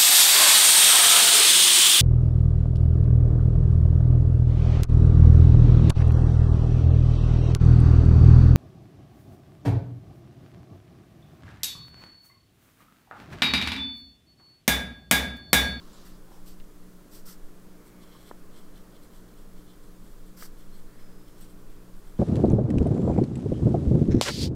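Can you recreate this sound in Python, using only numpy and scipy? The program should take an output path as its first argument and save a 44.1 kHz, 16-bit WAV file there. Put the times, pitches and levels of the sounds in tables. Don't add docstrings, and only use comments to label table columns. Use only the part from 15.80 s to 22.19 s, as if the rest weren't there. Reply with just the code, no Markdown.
import sys
import numpy as np
from scipy import signal
from scipy.fft import rfft, irfft
from scipy.io import wavfile
from scipy.ndimage import uniform_filter1d

SR = 44100
rng = np.random.default_rng(int(sys.argv[2]) if len(sys.argv) > 2 else 0)


def makeup_ratio(level_db):
    decades = np.asarray(level_db, float) / 20
    return 10 ** decades


def transcribe(u):
    v = np.clip(np.atleast_2d(u).T, -1, 1)
    q = np.round(v * 32767).astype(np.int16)
    wavfile.write(sys.argv[1], SR, q)


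N = 281799

# (time [s], level [dB])
RUMBLE_LEVEL = [(0.0, -45), (0.48, -47), (0.82, -40), (1.21, -51.5), (1.47, -37.5), (1.53, -46.5),
                (1.64, -37), (2.03, -51), (3.01, -42), (3.11, -53), (3.36, -39.5), (3.49, -55),
                (3.79, -37.5), (3.81, -44), (5.09, -37.5), (5.11, -44.5), (6.21, -38.5), (6.39, -46.5)]
# (time [s], level [dB])
AIR_LEVEL = [(0, -58.5), (.85, -60), (2.0, -58.6), (2.9, -58), (4.2, -60), (5.6, -59), (6.39, -59)]
# (time [s], level [dB])
DUCT_LEVEL = [(0, -57), (.66, -57), (1.28, -63), (2.4, -59), (2.7, -57), (4.3, -57), (4.6, -61),
              (6.39, -57)]
# (frequency [Hz], density [dB per Hz])
RUMBLE_SPECTRUM = [(3, -12), (7, -1), (14, -7), (20, -6.5), (23, -5.5), (26, -23), (30, -35)]
DUCT_SPECTRUM = [(22, -7), (30, -2), (50, -7.5), (85, -15.5), (140, -15.5), (170, -39)]
AIR_SPECTRUM = [(100, -27), (150, -5), (205, 1.5), (260, -3.5), (430, -5), (600, -9), (800, -15.5),
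                (1100, -12.5), (1500, -16.5), (2300, -24), (3000, -29)]
HISS_SPECTRUM = [(1290, -2), (2200, -10), (2390, -7.5), (2960, -3.5), (3190, -1), (3290, -0.5), (3640, -2),
                 (4930, -1.5), (5490, -2.5), (7700, -2), (9230, -3), (13900, -3), (15800, -4)]
MAINS_PARTIALS = {1: -73, 3: -59, 4: -82, 5: -63, 7: -75.5}
MOTOR_PARTIALS = {5: -72, 6: -69.5, 7: -69, 8: -73}
IN_STEP = {3: 1.09, 5: .987, 7: 1.093}
# (middle [s], length [s], frequency [Hz], width [Hz], level [dB])
BRUSHES = [(0.106, 0.76, 1120, 750, -62.5), (0.047, 0.29, 3200, 4000, -63), (0.19, 0.27, 3700, 4300, -60),
           (0.144, .07, 7000, 1100, -64), (.55, 0.12, 5500, 900, -68), (2.36, 0.044, 1100, 180, -57.5),
           (0.533, 0.25, 780, 580, -60.5), (2.22, 1, 2200, 390, -73.5), (5.2, 0.39, 1700, 810, -67),
           (5.628, .07, 8100, 250, -62), (1.495, 0.11, 1390, 280, -62), (5.612, .035, 13500, 3000, -59),
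           (4.615, .1, 15000, 3000, -57), (4.61, .1, 3000, 1200, -64), (4.95, .1, 4250, 250, -69),
           (.33, .17, 4500, 2500, -66), (5.95, 0.45, 2500, 430, -77)]
# (start [s], rise [s], fall [s], drag [dB], page body re drag [dB])
SLIDES = [
    (.243, 0.023, .075, -61, -2),
    (0.655, 0.026, .08, -58, -13),
    (1.31, 0.043, 0.078, -54.5, -10),
    (1.452, .04, .075, -51, -9),
    (4.566, .066, .058, -49.5, -6),
    (5.604, 0.013, 0.075, -62, -5),
]
# (fastest moment [s], length [s], level [dB], lean from tip towards tines [dB])
STROKES = [(.53, 0.15, -72, -2), (1.65, .08, -73, -2), (2.068, 0.07, -68, -5), (2.23, .08, -66, 1),
           (2.335, .17, -65.5, 2), (2.475, .085, -61.5, 0), (2.765, .15, -64, 0), (2.872, .08, -75, 2),
           (2.967, .09, -66.5, 2.5), (3.15, .08, -69, 4), (3.235, .06, -68, -3), (3.35, .11, -66, -1),
           (3.488, .05, -73, 3), (3.58, 0.12, -70, -0.5), (3.78, .08, -68, 0), (3.89, .1, -69, 5),
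           (4.036, 0.081, -70.5, -2), (4.27, 0.22, -71, -4), (4.47, .07, -71, -3),
           (4.794, 0.11, -66.5, -1.5), (4.958, 0.17, -68.5, -2.5), (2.42, .06, -69, -2),
           (5.202, .1, -70, 0), (5.482, 0.057, -68, -1.5), (5.589, .08, -67, -3), (5.697, .07, -68, -4),
           (5.91, .14, -74, -1), (6.165, .07, -72, -4), (6.276, .1, -71, -2), (6.385, .07, -69, 3)]
# (time [s], peak [dB], contact softness [Hz], body pitch [Hz], ring share [0-1])
KNOCKS = [
    (.8005, -46, 4500, 2600, .8),
    (.8065, -48, 3500, 1900, .5),
    (2.362, -50, 700, 1000, .6),
    (3.108, -50, 9000, 5000, .3),
    (4.19, -54, 14000, 9000, .5),
    (2.5131, -24, 1050, 900, .17),
    (4.6249, -30, 1500, 1150, .35),
]
# (time [s], pitch [Hz], level [dB rms])
SQUEAK_START = [
    (5.07, 4150, -79),
    (5.11, 4350, -76),
    (5.16, 4700, -80),
]
SQUEAK_SONG = [
    (5.17, 4988, -83),
    (5.188, 5141, -72),
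    (5.368, 5030, -76),
    (5.49, 5352, -74),
    (5.498, 5220, -78),
    (5.578, 5429, -76),
    (5.6, 5750, -80),
]
# (frequency [Hz], width [Hz], level [dB])
DRAG_MODES = [(4510, 1140, -1.5), (5610, 1380, -2.5), (7720, 1760, -3), (8830, 1450, -5)]
SKIN_MODES = [(11430, 2340, -1), (12800, 1600, -1), (14000, 2400, -0.14), (14900, 1300, -0.79)]
PAGE_MODES = [(950, 460, -3.5), (1440, 410, -4), (1975, 680, -4.5)]
SHEET_MODES = [(2540, 750, -1), (3350, 1600, 0)]
TINE_MODES = [(3100, 480, 1), (3440, 460, 0), (4080, 420, -4.5)]
SCRAPE_MODES = [(1060, 830, 1.5), (2150, 520, -5), (4260, 670, -3.5), (5500, 1200, -4.5)]
TIP_MODES = [(7250, 600, -4), (8150, 900, 0), (9400, 1400, -6), (12000, 2200, -4), (14300, 1500, -7)]

MAINS_HZ, MOTOR_HZ, FAN_HZ = 59.9, 59.266, 182.3
FAN_DB, HISS_DB = -65.5, -64.5
TWICE_MAINS_DB, TWICE_MAINS_RISE_DB_PER_S = -70, 1.53
CATCH_S, SWELL_DB_PER_S, EASE_DB, LIFT_DB = 0.0063, 150, -4.5, -21.5
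SKIN_DB, SKIN_FADE_DB, SHEET_DB = 0.5, 4.5, -65.5
PRESS_SHARE, STROKE_FADE_DB, HOLD_SHARE, HOLD_DB = 0.38, -13.5, 0.22, -2.5
SCRAPE_DB = 0.8
RING_CYCLES = 16.7
SQUEAK_WOBBLE_HZ, SQUEAK_FLUTTER_DB = 15, 1.2


def rms_one(x):
    return x / np.sqrt(np.mean(x ** 2) + 1e-20)


def coloured(spectrum):
    hz, db = np.transpose(spectrum)
    bins = np.arange(1, N // 2 + 2) * SR / N
    gain = makeup_ratio(np.interp(np.log(bins), np.log(hz), db, left=-90, right=-90))
    return rms_one(irfft(rfft(rng.standard_normal(N)) * gain, N))


def drift(rate_hz):
    r = np.exp(-2 * np.pi * rate_hz / SR)
    noise = rng.standard_normal(N + SR)
    settled = signal.lfilter([1], [1, -2 * r, r * r], noise)[SR:]
    return rms_one(settled)


def level(rows):
    return makeup_ratio(np.interp(np.arange(N) / SR, *np.transpose(rows)))


def along(start, length, shares, db):
    share = (np.arange(N) / SR - start) / length
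    inside = ((share > 0) & (share < 1)) * 1.0
    soft_edges = uniform_filter1d(inside, size=177)
    return soft_edges * makeup_ratio(np.interp(share, shares, db))


def resonate(x, modes):
    out = 0
    for k, (hz, width, db) in enumerate(modes):
        r = np.exp(-np.pi * width / SR)
        zeros = [(1 - r * r) / 2, 0, (r * r - 1) / 2]
        poles = [1, -2 * r * np.cos(2 * np.pi * hz / SR), r * r]
        section = zeros + poles
        out = out + (-1) ** k * makeup_ratio(db) * signal.sosfilt([section, section], x)
    return rms_one(out)


def fibres(per_s, spread_db):
    caught = rng.random(N) < per_s / SR
    uneven_db = spread_db * np.minimum(rng.exponential(1, N), 4)
    clumps_db = 0.51 * drift(52)
    return caught * makeup_ratio(uneven_db + clumps_db) * rng.choice([-1, 1], N)


def room_tone():
    rumble = level(RUMBLE_LEVEL) * coloured(RUMBLE_SPECTRUM)
    duct = level(DUCT_LEVEL) * coloured(DUCT_SPECTRUM)
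    air = makeup_ratio(2.5) * level(AIR_LEVEL) * coloured(AIR_SPECTRUM)
    hiss = makeup_ratio(HISS_DB) * coloured(HISS_SPECTRUM)
    return rumble + duct + air + hiss


def hum():
    lines = [(k, k * MAINS_HZ, db) for k, db in MAINS_PARTIALS.items()]
    lines += [(k, k * MOTOR_HZ, db) for k, db in MOTOR_PARTIALS.items()]
    lines += [(3, FAN_HZ, FAN_DB)]
    t = np.arange(N) / SR
    load_gain = makeup_ratio(TWICE_MAINS_DB + TWICE_MAINS_RISE_DB_PER_S * t)
    out = np.sqrt(2) * load_gain * np.sin(4 * np.pi * MAINS_HZ * t)
    for k, hz, db in lines:
        since = t - IN_STEP.get(k, rng.random())
        sway_db = 0.5 * drift(0.5)
        out = out + np.sqrt(2) * makeup_ratio(db + sway_db) * np.cos(2 * np.pi * (hz * since + k * k / 7))
    return out


def brushes():
    t = np.arange(N) / SR
    rub = fibres(per_s=9000, spread_db=3.5)
    out = 0
    for middle, length, hz, width, db in BRUSHES:
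        swell = np.cos(np.pi * np.clip((t - middle) / length, -0.5, 0.5)) ** 2
        out = out + makeup_ratio(db) * swell * resonate(rub, [(hz, width, 0)])
    return out


def hand():
    drag, skin, page, sheet = np.zeros((4, N))
    for start, rise, fall, db, page_db in SLIDES:
        length = rise + fall
        moments = np.array([0, CATCH_S, rise, rise + fall / 2, length]) / length
        grip = along(start, length, moments, [LIFT_DB, -SWELL_DB_PER_S * rise, 0, EASE_DB, LIFT_DB])
        skin_db = db + SKIN_DB
        drag += grip * makeup_ratio(db)
        skin += grip * along(start, length, [0, 1], [skin_db, skin_db - SKIN_FADE_DB])
        page += grip * makeup_ratio(db + page_db)
        sheet += grip * makeup_ratio(SHEET_DB)
    rub = fibres(per_s=15000, spread_db=2.5)
    bright = drag * resonate(rub, DRAG_MODES) + skin * resonate(rub, SKIN_MODES)
    return bright + page * resonate(rub, PAGE_MODES) + sheet * resonate(rub, SHEET_MODES)


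def nib():
    tines, scrape, tip = np.zeros((3, N))
    moments = [0, PRESS_SHARE, PRESS_SHARE + HOLD_SHARE, 1]
    for fastest, length, db, lean_db in STROKES:
        end_db = db + STROKE_FADE_DB
        speed = along(fastest - PRESS_SHARE * length, length, moments, [end_db, db, db + HOLD_DB, end_db])
        tines += speed * makeup_ratio(lean_db)
        scrape += speed * makeup_ratio(SCRAPE_DB)
        tip += speed * makeup_ratio(-lean_db)
    bumps = fibres(per_s=6000, spread_db=3.5)
    low = tines * resonate(bumps, TINE_MODES) + scrape * resonate(bumps, SCRAPE_MODES)
    return low + tip * resonate(bumps, TIP_MODES)


def knocks():
    out = np.zeros(N)
    before = SR // 200
    t = np.arange(-before, SR // 10) / SR
    after = np.maximum(t, 0)
    modes = [(0.62, -0.6), (1.1, 1), (1.45, 0.5), (1.95, -0.7)]
    for s, db, soft_hz, hz, ring in KNOCKS:
        dent = (np.pi * soft_hz * t) ** 2
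        push = np.exp(-dent) - 0.3 * np.exp(-dent / 9)
        late = t - 0.21 / soft_hz
        body = sum(share * np.sin(2 * np.pi * ratio * hz * late) for ratio, share in modes)
        release = 1 - np.exp(-(3 * soft_hz * after) ** 2)
        decay = makeup_ratio(-60 * after * hz / RING_CYCLES)
        at = round(s * SR) - before
        out[at:at + len(t)] += makeup_ratio(db) * (ring * body * release * decay - push)
    return out


def squeak():
    out = 0
    for rows in (SQUEAK_START, SQUEAK_SONG):
        s, hz, db = np.transpose(rows)
        pitch = np.interp(np.arange(N) / SR, s, hz) + SQUEAK_WOBBLE_HZ * drift(59)
        length = s[-1] - s[0]
        gain = along(s[0], length, (s - s[0]) / length, db) * makeup_ratio(SQUEAK_FLUTTER_DB * drift(30))
        out = out + np.sqrt(2) * gain * np.sin(2 * np.pi * np.cumsum(pitch) / SR)
    return out


def scene():
    room = room_tone() + hum()
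    page = brushes() + hand() + nib() + knocks() + squeak()
    return (room + page)[None]


def band_limit(x):
    return signal.sosfilt(signal.butter(12, 15920, fs=SR, output="sos"), x)


def record(dry):
    return band_limit(dry)


dry = scene()
out = record(dry)
transcribe(out)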